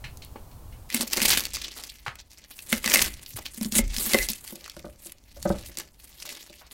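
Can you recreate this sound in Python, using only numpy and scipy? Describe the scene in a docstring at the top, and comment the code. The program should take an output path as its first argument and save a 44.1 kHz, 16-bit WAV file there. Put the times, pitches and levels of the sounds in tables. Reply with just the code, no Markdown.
"""First tongs tick over a faint hiss and the rumble of a stove, close to one microphone in a small wooden room.
Then a knife slices crisp cabbage and greens: leaf cells burst in a dense crackle of noise puffs, ribs snap
as resonant noise bursts, board and blade ring in decaying modes, the wood hums and the table shakes.
The blade sings as its edge drags on the board. Last, hands lay the leaves on a wooden plate that rings when tapped."""
import sys
import numpy as np
from scipy import signal
from scipy.fft import rfft, irfft, next_fast_len
from scipy.io import wavfile
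from scipy.ndimage import uniform_filter1d, map_coordinates

SR = 44100
rng = np.random.default_rng(int(sys.argv[2]) if len(sys.argv) > 2 else 0)


def pcm_store(signal):
    """Save signal as 16-bit PCM."""
    levels = np.round(np.clip(np.atleast_2d(signal), -1, 1) * 32767)
    wavfile.write(sys.argv[1], SR, levels.astype(np.int16).T)


def linear_from_db(decibels):
    """Turn decibels (scalar or array-like) into linear amplitude factors; 0 gives 1."""
    return 10 ** (np.asarray(decibels, float) / 20)


N = 296784
SLICING_S, PLATING_S = 0.89, 4.55  # slicing starts; the hum passes from board to plate


def unit(x):
    """Scale to rms 1."""
    return x / np.sqrt(np.mean(x ** 2) + 1e-20)


def steady(x):
    """Even out the level over a tenth of a second."""
    return x / np.sqrt(np.abs(uniform_filter1d(x ** 2, SR // 10)) + 1e-20)


def along(points, hz):
    """Interpolate (Hz, value) points on a log frequency axis."""
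    f, v = np.transpose(points)
    return np.interp(np.log(hz + 1), np.log(f + 1), v)


def filtered(x, response):
    """Multiply the spectrum of x by a complex response of frequency."""
    m = next_fast_len(x.shape[-1] + SR // 4)
    spectrum = rfft(x, m) * response(np.fft.rfftfreq(m, 1 / SR))
    return irfft(spectrum, m)[..., :x.shape[-1]]


def noise_shaped(points):
    """Noise of rms 1 with a spectrum through (Hz, dB) points."""
    return unit(filtered(rng.standard_normal(N), lambda hz: linear_from_db(along(points, hz))))


def wobble(rate):
    """A smooth random curve, rate knots a second."""
    knots = rng.standard_normal(int(N * rate / SR) + 4)
    return map_coordinates(knots, [np.arange(N) * rate / SR])


def bursts(rate, spread_db):
    """Random instants, rate a second, with a few large and many small sizes."""
    draw = rng.random((2, N))
    size_db = np.minimum(-spread_db * np.log(draw[1] + 1e-9), 12)
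    return (draw[0] < rate / SR) * linear_from_db(size_db)


def fall(t60, attack):
    """A fast rise and an exponential decay, a third of a second long."""
    t = np.arange(SR // 3) / SR
    return linear_from_db(-60 * t / t60) * (1 - np.exp(-t / attack))


def ring(modes, attack, rough=0):
    """Decaying modes, peak 1: pitch and strengths vary a little at random, a random phase drift roughens the tone."""
    t = np.arange(SR // 3) / SR
    shift = 1 + 0.015 * rng.normal()
    out = np.zeros(len(t))
    for hz, db, t60 in modes:
        drift = rough * np.sqrt(hz / SR) * np.cumsum(rng.standard_normal(len(t)))
        strength = linear_from_db(db + 1.5 * rng.normal())
        out += strength * fall(t60, attack) * np.sin(2 * np.pi * shift * hz * t + drift)
    return out / np.abs(out).max()


def add(track, s, sound):
    """Mix a sound in at time s."""
    part = track[round(s * SR):][:len(sound)]
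    part += sound[:len(part)]


def swells(s, db, rise_s, fall_s, bend):
    """Power of each event on a millisecond grid: 25 dB under its peak after rise_s before or fall_s past it."""
    s, db, rise_s, fall_s = (np.reshape(v, (-1, 1)) for v in (s, db, rise_s, fall_s))
    late = np.arange(0, N / SR + 0.002, 0.001) - s
    gone = np.abs(late) / np.where(late < 0, rise_s, fall_s)
    return linear_from_db(2 * (db - np.minimum(25 * gone ** bend, 200)))


def per_sample(x):
    """From the millisecond grid to samples."""
    return np.interp(np.arange(N) / SR * 1000, np.arange(len(x)), x)


# Rumble spectra, near the stove and of the shaken table. Each row: frequency in Hz, relative density in dB.
STOVE_SPECTRUM = [(15, -2.5), (59, 1.5), (124, -6.5), (160, -17), (300, -33), (600, -40)]
TABLE_SPECTRUM = [(15, -2.5), (30, -6), (50, 5), (90, -6.5), (140, -13.5), (300, -19), (600, -75)]
# Pushes that shake the table. 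Each row: peak time in seconds, level in dB.
PUSHES = [(1.31, -36.5), (1.55, -45), (2.12, -50.5), (2.784, -44.5), (3.04, -36.5), (3.4, -46.5),
          (3.851, -33), (4.2, -44), (4.85, -49), (5.507, -35)]
# Low thumps and sways of the table. Each row: start in seconds, level in dB, frequency in Hz,
# t60 in seconds before the fade.
THUMPS = [(0.04, -29.5, 127, 0.13), (2.078, -19, 119, 0.042), (3.343, -23, 112, 0.073),
          (3.804, -20, 37.5, 0.83), (4.189, -24.5, 41.7, 0.4), (5.496, -25, 65.3, 0.34)]


def table_rumble():
    """Low noise through table and microphone stand swells with pushes; thumps and sways add decaying low sines."""
    stove_db, still_db = -44.5, -59
    pushed = swells(*np.transpose(PUSHES), rise_s=0.25, fall_s=0.33, bend=1.0).sum(axis=0)
    shaken = np.sqrt(per_sample(pushed) + linear_from_db(2 * still_db)) * noise_shaped(TABLE_SPECTRUM)
    stove = linear_from_db(stove_db + 0.24 * wobble(rate=4.8)) * noise_shaped(STOVE_SPECTRUM)
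    out = np.where(np.arange(N) < SLICING_S * SR, stove, shaken)
    t = np.arange(SR // 3) / SR
    fade = np.cos(1.5 * np.pi * t)  # zero at a third of a second
    for s, db, hz, t60 in THUMPS:
        add(out, s, linear_from_db(db) * fall(t60, attack=0.01) * fade * np.sin(2 * np.pi * hz * t))
    return out


# Hiss spectrum. Each row: frequency in Hz, relative density in dB.
HISS_SPECTRUM = [(88, -12), (150, -6.5), (270, -12), (376, -14.5), (979, -16), (2100, -34), (6390, -33.5),
                 (16000, -29)]


def air():
    """Steady shaped noise of the room, louder near the stove before the slicing."""
    stove_db, room_db = -53.5, -67.5
    level_db = np.where(np.arange(N) < SLICING_S * SR, stove_db, room_db)
    return linear_from_db(level_db) * noise_shaped(HISS_SPECTRUM)


# Modes of the tongs. Each row: frequency in Hz, relative level in dB, t60 in seconds.
TONGS = [(867, -3, .07), (2200, -3, .12), (2700, -8, .18), (3015, -6, .16), (4250, -3, .17)]
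# Ticks, scrapes and knocks of tongs, bowl and blade. Each row: start in seconds, peak in dB, centre in Hz,
# t60 in seconds.
TICKS = [(0.041, -28.5, 2100, 0.17), (0.172, -31, 6650, 0.014), (0.22, -35, 3500, 0.16),
         (0.248, -32, 13500, .01), (0.358, -29, 383, 0.029), (.36, -41, 1530, 0.13),
         (0.513, -45, 4170, 0.098), (0.724, -46.5, 2460, 0.18), (1.785, -38, 880, 0.16),
         (2.063, -21, 1300, 0.18), (2.081, -17, 1550, 0.0073), (3.37, -37.5, 786, 0.084),
         (3.386, -29.5, 526, 0.045), (6.612, -42, 942, 0.23)]


def ticks():
    """Sharp noise bursts, each in one broad resonance; early ones between 1 and 5 kHz also ring the tongs."""
    out = np.zeros(N)
    for s, db, centre_hz, t60 in TICKS:
        envelope = fall(t60, attack=0.0005) + 1.14 * fall(0.0034, attack=0.00018)
        burst = envelope * rng.standard_normal(SR // 3)
        if s < SLICING_S and 1000 < centre_hz < 5000:
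            burst += 1.2 * ring(TONGS, attack=0.0003, rough=0.5)
        width_hz = 1.46 * centre_hz

        def resonance(f):
            return (1j * f * width_hz / (centre_hz ** 2 - f * f + 1j * f * width_hz)) ** 2

        burst = filtered(burst, resonance)
        add(out, s, linear_from_db(db) * burst / np.abs(burst).max())
    return out


# Knife strokes through the leaves. Each row: peak time in seconds, level in dB, rise in seconds,
# fall in seconds, treble share of the power in dB.
CUTS = [(0.949, -31.5, 0.062, 0.11, -4.5), (1.012, -25.5, 0.019, 0.03, -2), (1.293, -23.5, 0.27, 0.22, -5),
        (1.552, -40, 0.059, 0.34, -11.5), (2.734, -31.5, 0.062, 0.076, -2.5), (2.972, -20, 0.15, 0.14, -5),
        (3.641, -40, 0.19, 0.085, -1), (3.78, -20.5, 0.058, 0.032, -2), (4.002, -30.5, 0.057, 0.41, 1.5),
        (4.099, -33.5, 0.3, 0.33, -6.5), (4.321, -29.5, 0.031, 0.0088, -1)]
# Fingers gripping and shifting leaves. 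Each row: peak time in seconds, level in dB, length in seconds,
# treble share of the power in dB.
GRIPS = [(1.795, -43, 0.52, -5.5), (2.193, -48, 0.096, -18), (2.314, -53, 0.11, -7), (2.36, -51, 0.14, -6),
         (2.418, -52, 0.13, -15), (2.508, -49.5, 0.098, -4), (2.61, -47.5, 0.71, -1),
         (3.178, -47.5, 0.46, -5), (3.31, -43, 0.21, -1), (3.374, -40.5, 0.24, -3.5),
         (3.46, -37.5, 0.046, -13), (4.47, -42.5, 0.42, -1.5), (4.644, -48.5, 0.26, -17),
         (4.771, -54, 0.6, -5.5), (5.046, -45, 0.19, -1.5), (5.485, -46, 0.81, -6), (5.663, -47, 0.27, -3),
         (5.797, -37, 0.086, -5), (6.047, -51, 0.37, -2.5), (6.225, -38.5, 0.058, -7),
         (6.294, -43.5, 0.67, -5.5), (6.593, -54, 0.2, -7), (6.72, -45, 0.069, -2.5)]


def handling():
    """Effort on the leaves in dB and its treble share in dB: cuts and grips add up in power."""
    rest_db, rest_bright_db = -69, -8
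    s, db, length_s, grip_bright_db = np.transpose(GRIPS)
    *cut, cut_bright_db = np.transpose(CUTS)
    grips = swells(s, db, 0.35 * length_s, 0.65 * length_s, bend=1.22)
    power = np.vstack([swells(*cut, bend=1.9), grips])
    rest = linear_from_db(2 * rest_db)
    total = power.sum(axis=0) + rest
    bright_db = (np.append(cut_bright_db, grip_bright_db) @ power + rest_bright_db * rest) / total
    return per_sample(10 * np.log10(total)), per_sample(bright_db)


# Spectrum of breaking leaf. Each row: frequency in Hz, relative density in dB.
LEAF_SPECTRUM = [(110, -37), (290, -1), (500, -6.5), (761, -7), (1440, -7), (2070, 1.5), (3060, 1.5),
                 (4530, 2.5), (13800, -1), (16000, -5.5)]
# Centres of the colours of the crackle. One column: frequency in Hz.
COLOURS_HZ = [1200, 2200, 3800, 6000, 9000, 13500]


def colour(k):
    """Response of the leaf spectrum around the k-th colour; the parts add up in power."""
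    def response(hz):
        hat = np.interp(np.log(hz + 1), np.log(COLOURS_HZ), np.arange(len(COLOURS_HZ)) == k)
        return linear_from_db(along(LEAF_SPECTRUM, hz)) * np.sqrt(hat)
    return response


def tint(bright_db, usual_db):
    """Gain of each colour for a treble share of the power; colours above 7 kHz are the treble."""
    share, usual = np.clip(linear_from_db(2 * bright_db), 0.01, 0.93), linear_from_db(2 * usual_db)
    bright, dull = np.sqrt(share / usual), np.sqrt((1 - share) / (1 - usual))
    return [bright if hz > 7000 else dull for hz in COLOURS_HZ]


def leaves():
    """Bursting cells: each break is a millisecond puff of noise with its own colour, over a wet rustle."""
    crackle_db, bright_db = handling()
    effort = np.clip((crackle_db + 63.5) / 35, 0, 1)
    time = np.arange(N) / SR
    juicy = 0.4 * (time > 3.9) * (time < 4.27)  # thick wet stalks crush into a dense crunch
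    cells = bursts(rate=60 + 1100 * effort + 2500 * juicy, spread_db=5.5)
    clumps = linear_from_db(4.5 * (1 - juicy) * wobble(rate=90))  # fibres tear in short runs
    puff = fall(0.0035, attack=0.0001)[:900]
    density = linear_from_db(2 * along(LEAF_SPECTRUM, np.linspace(1500, 16000, 400)))
    whole = 0.81 * np.sqrt(np.mean(density))
    out = np.zeros(N)
    for k, loose in enumerate(tint(bright_db, usual_db=-4.0)):
        tinted = cells * linear_from_db(6 * rng.standard_normal(N))  # each cell favours other colours
        # leaf slides on leaf, patchy in each colour
        patches = linear_from_db(2.5 * wobble(rate=9) + 3 * wobble(rate=40))
        rustle = (1.15 - 0.75 * effort + juicy) * patches
        crackle = steady(signal.fftconvolve(tinted, puff)[:N] + 1e-3)
        bed = steady((crackle + rustle) * clumps) * np.sqrt(patches)
        body = linear_from_db(4.5 * effort) if k == 0 else 1  # hard cuts wake more of the lowest colour
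        envelope = (time > SLICING_S) * body * loose * linear_from_db(crackle_db) * bed
        out += filtered(envelope * rng.standard_normal(N), colour(k)) / whole
    return out


# Leaf ribs breaking. Each row: start in seconds, peak in dB, centre in Hz.
SNAPS = [(0.9013, -20.5, 2190), (0.9449, -5, 9750), (1.0091, -13, 4120), (1.1323, -7, 4840),
         (1.1703, -13, 5070), (1.2022, -14, 2100), (1.2172, -7.5, 2360), (1.2592, -8, 3930),
         (1.28, -14, 4110), (1.3033, -6, 4370), (1.317, -9, 3900), (1.3488, -11, 2360),
         (1.3738, -6.5, 2730), (1.4531, -14, 4150), (1.5343, -22.5, 6300), (1.5395, -19, 6560),
         (1.5465, -20.5, 5790), (1.5515, -18, 5800), (1.559, -17, 5300), (1.5684, -19.5, 1750),
         (1.6179, -24, 4340), (1.8368, -26.5, 4340), (2.155, -32.5, 2060), (2.5903, -24.5, 2440),
         (2.7277, -3.5, 2270), (2.8429, -12, 1970), (2.8604, -12, 4400), (2.8764, -9, 2000),
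         (2.8987, -10, 7400), (2.918, -9.5, 2070), (2.9411, -21, 2470), (2.9574, -3, 2070),
         (2.9702, -10, 4830), (2.9921, -5.5, 2100), (3.0169, -7.5, 2180), (3.1392, -28, 4950),
         (3.262, -23.5, 4600), (3.456, -23, 2780), (3.6116, -20.5, 5600), (3.6465, -18.5, 3830),
         (3.7224, -16.5, 5450), (3.7537, -12, 3900), (3.8787, -28.5, 7500), (3.9647, -14.5, 4200),
         (3.9833, -13, 4230), (4.134, -5.5, 4350), (4.1441, -7, 2120), (4.1864, -12, 2130),
         (4.2869, -12.5, 5200), (4.2934, -17.5, 4450), (4.3328, -19, 6400), (4.642, -30.5, 4090),
         (4.6605, -27, 1730), (4.6784, -28.5, 1450), (4.6971, -24, 4100), (4.7658, -30, 1520),
         (4.794, -33.5, 2530), (5.0692, -29.5, 8300), (5.096, -34.5, 3170), (5.1204, -26.5, 10100),
         (5.4273, -21.5, 5840), (5.7717, -19, 6400), (5.7855, -16.5, 7200), (6.2008, -31.5, 3850),
         (6.2907, -23.5, 3420), (6.351, -27.5, 4200), (6.7116, -33, 2930)]


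def ribs():
    """Each rib breaks with milliseconds of noise ringing around its own pitch over a broader crack."""
    s, db, centre_hz = (c[:, None] for c in np.transpose(SNAPS))
    size = 2048
    hz = np.fft.rfftfreq(size, 1 / SR)
    burst = fall(0.011, attack=0.0004)[:size // 2] * rng.standard_normal((len(s), size // 2))
    width_hz = 0.5 * centre_hz
    peak = 1j * hz * width_hz / (centre_hz ** 2 - hz * hz + 1j * hz * width_hz)
    crack = linear_from_db(-3 + along(LEAF_SPECTRUM, hz)) * np.sqrt(width_hz / 8000)
    sound = irfft(rfft(burst, size) * (peak + crack), size)[:, :size // 2]
    sound = linear_from_db(db) * sound / np.abs(sound).max(axis=1, keepdims=True)
    out = np.zeros(N)
    for at, snap in zip(s[:, 0], sound):
        add(out, at, snap)
    return out


# Modes of the board, then of the blade. Each row: frequency in Hz, relative level in dB, t60 in seconds.
BOARD = [(226, 0, .1), (380, -8, .04), (538, -5, .05), (840, -14, .04), (1070, -14, .04), (1550, -15, .03)]
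BLADE = [(2043, 16, 0.015), (2108, 18, 0.066), (2650, -13, 0.045), (5200, -15, 0.014)]
# Knife and leaf stalks meeting the board. Each row: start in seconds, peak of the lowest board mode in dB,
# upper board modes in dB over it, blade ring in dB over it.
CHOPS = [(0.944, -24.5, -38, 1), (0.999, -29.5, -4, -8), (1.029, -32, 2.5, -28), (1.175, -32, 8, 3),
         (1.217, -26, -35, -2), (2.726, -20.5, -2.5, -1), (2.858, -29.5, -1, 1.5), (2.959, -37, 6, 19),
         (3.576, -36, -35, -30), (3.611, -23, -18, -48), (3.655, -25.5, -18.5, -32),
         (3.723, -30, -33.5, -24), (3.761, -23, -28, -30), (3.788, -19, -1, -1), (3.975, -35.5, -9.5, -16),
         (4.068, -35.5, -17.5, -30), (4.135, -27, 1, 5.5), (4.144, -22.5, 14, 9), (4.297, -33, -17, -26)]


def chops():
    """Blows ring the modes of board and blade; a hard edge wakes the upper ones."""
    out = np.zeros(N)
    for s, db, hard_db, blade_db in CHOPS:
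        add(out, s, linear_from_db(db) * ring(BOARD[:1], attack=0.002, rough=0.45))
        add(out, s, linear_from_db(db + hard_db) * ring(BOARD[1:], attack=0.001, rough=0.5))
        add(out, s, linear_from_db(db + blade_db) * ring(BLADE, attack=0.00057, rough=0.24))
    return out


def wood_hum_db():
    """The wood hums louder as leaves are worked harder, and the plate rattles on after each tap."""
    hardest_db, db_per_db, smear_s = -40, 1.23, 0.045
    worked = uniform_filter1d(linear_from_db(2 * handling()[0]), round(smear_s * SR))
    hum = linear_from_db(2 * hardest_db) * np.abs(worked / worked.max()) ** db_per_db
    s, db, _ = np.transpose(TAPS)
    rattle = swells(s, db - 9, rise_s=0.0015, fall_s=0.115, bend=0.79).sum(axis=0)
    return 10 * np.log10(hum + per_sample(rattle))


def wood_hum():
    """Small random jolts keep the wood under the leaves ringing: first the board, then the plate."""
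    jolts = bursts(rate=180, spread_db=9.0) * rng.standard_normal(N)
    damped = fall(0.04, attack=0.001)  # leaves and hands deaden the ring
    hums = []
    for body in (BOARD, PLATE):
        sound = signal.fftconvolve(jolts, damped * ring(body, attack=0.0024))[:N]
        hums.append(steady(sound))
    on_board = np.arange(N) < PLATING_S * SR
    return linear_from_db(wood_hum_db()) * np.where(on_board, *hums)


# The blade's edge drags on the board. Each row: peak time in seconds, level in dB, rise in seconds,
# fall in seconds.
DRAGS = [(2.97, -26, 0.036, 0.11), (4.21, -29, 0.067, 0.079)]


def blade_song():
    """Friction noise kept alive in the blade's modes."""
    song = signal.fftconvolve(rng.standard_normal(N), ring(BLADE, attack=0.0004))[:N]
    power = swells(*np.transpose(DRAGS), bend=0.74).sum(axis=0)
    return np.sqrt(per_sample(power)) * steady(song)


# Modes of the plate. 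Each row: frequency in Hz, relative level in dB, t60 in seconds.
PLATE = [(190, 2, .09), (340, 0, .07), (580, 1.5, .095), (690, -2, .045), (900, -9, .05), (1230, -7, .04),
         (1500, -10, .04), (2000, -16, .025)]
# Leaves and fingers meeting the plate. Each row: start in seconds, reference level in dB,
# modes from the third up in dB over it.
TAPS = [(4.527, -36.5, -23), (4.558, -41, -26), (4.767, -38, -20), (4.843, -31.5, -2), (5.059, -41.5, -15),
        (5.365, -46.5, 5), (5.454, -21, 3.5), (5.463, -40, 14.5), (5.503, -20.5, 2), (5.689, -42.5, -21),
        (5.776, -36, -31), (6.271, -51, 7.5), (6.495, -46.5, -5)]


def taps():
    """Taps ring the plate's modes; only heavy ones bend the whole plate in its lowest."""
    out = np.zeros(N)
    for s, db, hard_db in TAPS:
        add(out, s, linear_from_db(db + 0.68 * (db + 19)) * ring(PLATE[:1], attack=0.0017, rough=0.19))
        add(out, s, linear_from_db(db - 6.5) * ring(PLATE[1:2], attack=0.006, rough=0.15))
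        add(out, s, linear_from_db(db + hard_db) * ring(PLATE[2:], attack=0.002, rough=0.2))
    return out


def room(x):
    """A short wooden tail of decaying noise, dying faster in the treble, 130 samples late."""
    hz, t, z = signal.stft(rng.standard_normal(SR // 3), SR, nperseg=256)
    t60 = along([(300, 0.23), (3000, 0.16), (12000, 0.014)], hz)[:, None]
    tail = signal.istft(z * linear_from_db(-60 * t / t60), SR, nperseg=256)[1]
    return signal.fftconvolve(np.pad(x, (130, 0)), tail / np.linalg.norm(tail))[:N]


def scene():
    """All close sources, the room's answer, rumble and hiss."""
    near = ticks() + leaves() + ribs() + chops() + wood_hum() + blade_song() + taps()
    wet = linear_from_db(-13) * room(near)
    return (near + wet + table_rumble() + air())[None]


def top_cut(x):
    """Nothing passes above the cut-off."""
    return signal.sosfilt(signal.butter(12, 16990, fs=SR, output="sos"), x)


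def record(dry):
    """The recorder rounds off its loudest peaks and limits the band."""
    rounded = dry / (1 + np.abs(dry / 0.8) ** 4) ** (1 / 4)
    limited = filtered(rounded, lambda hz: np.interp(hz, [15900, 16150], [1, 0.03]))
    return top_cut(limited)


dry = scene()
out = record(dry)
pcm_store(out)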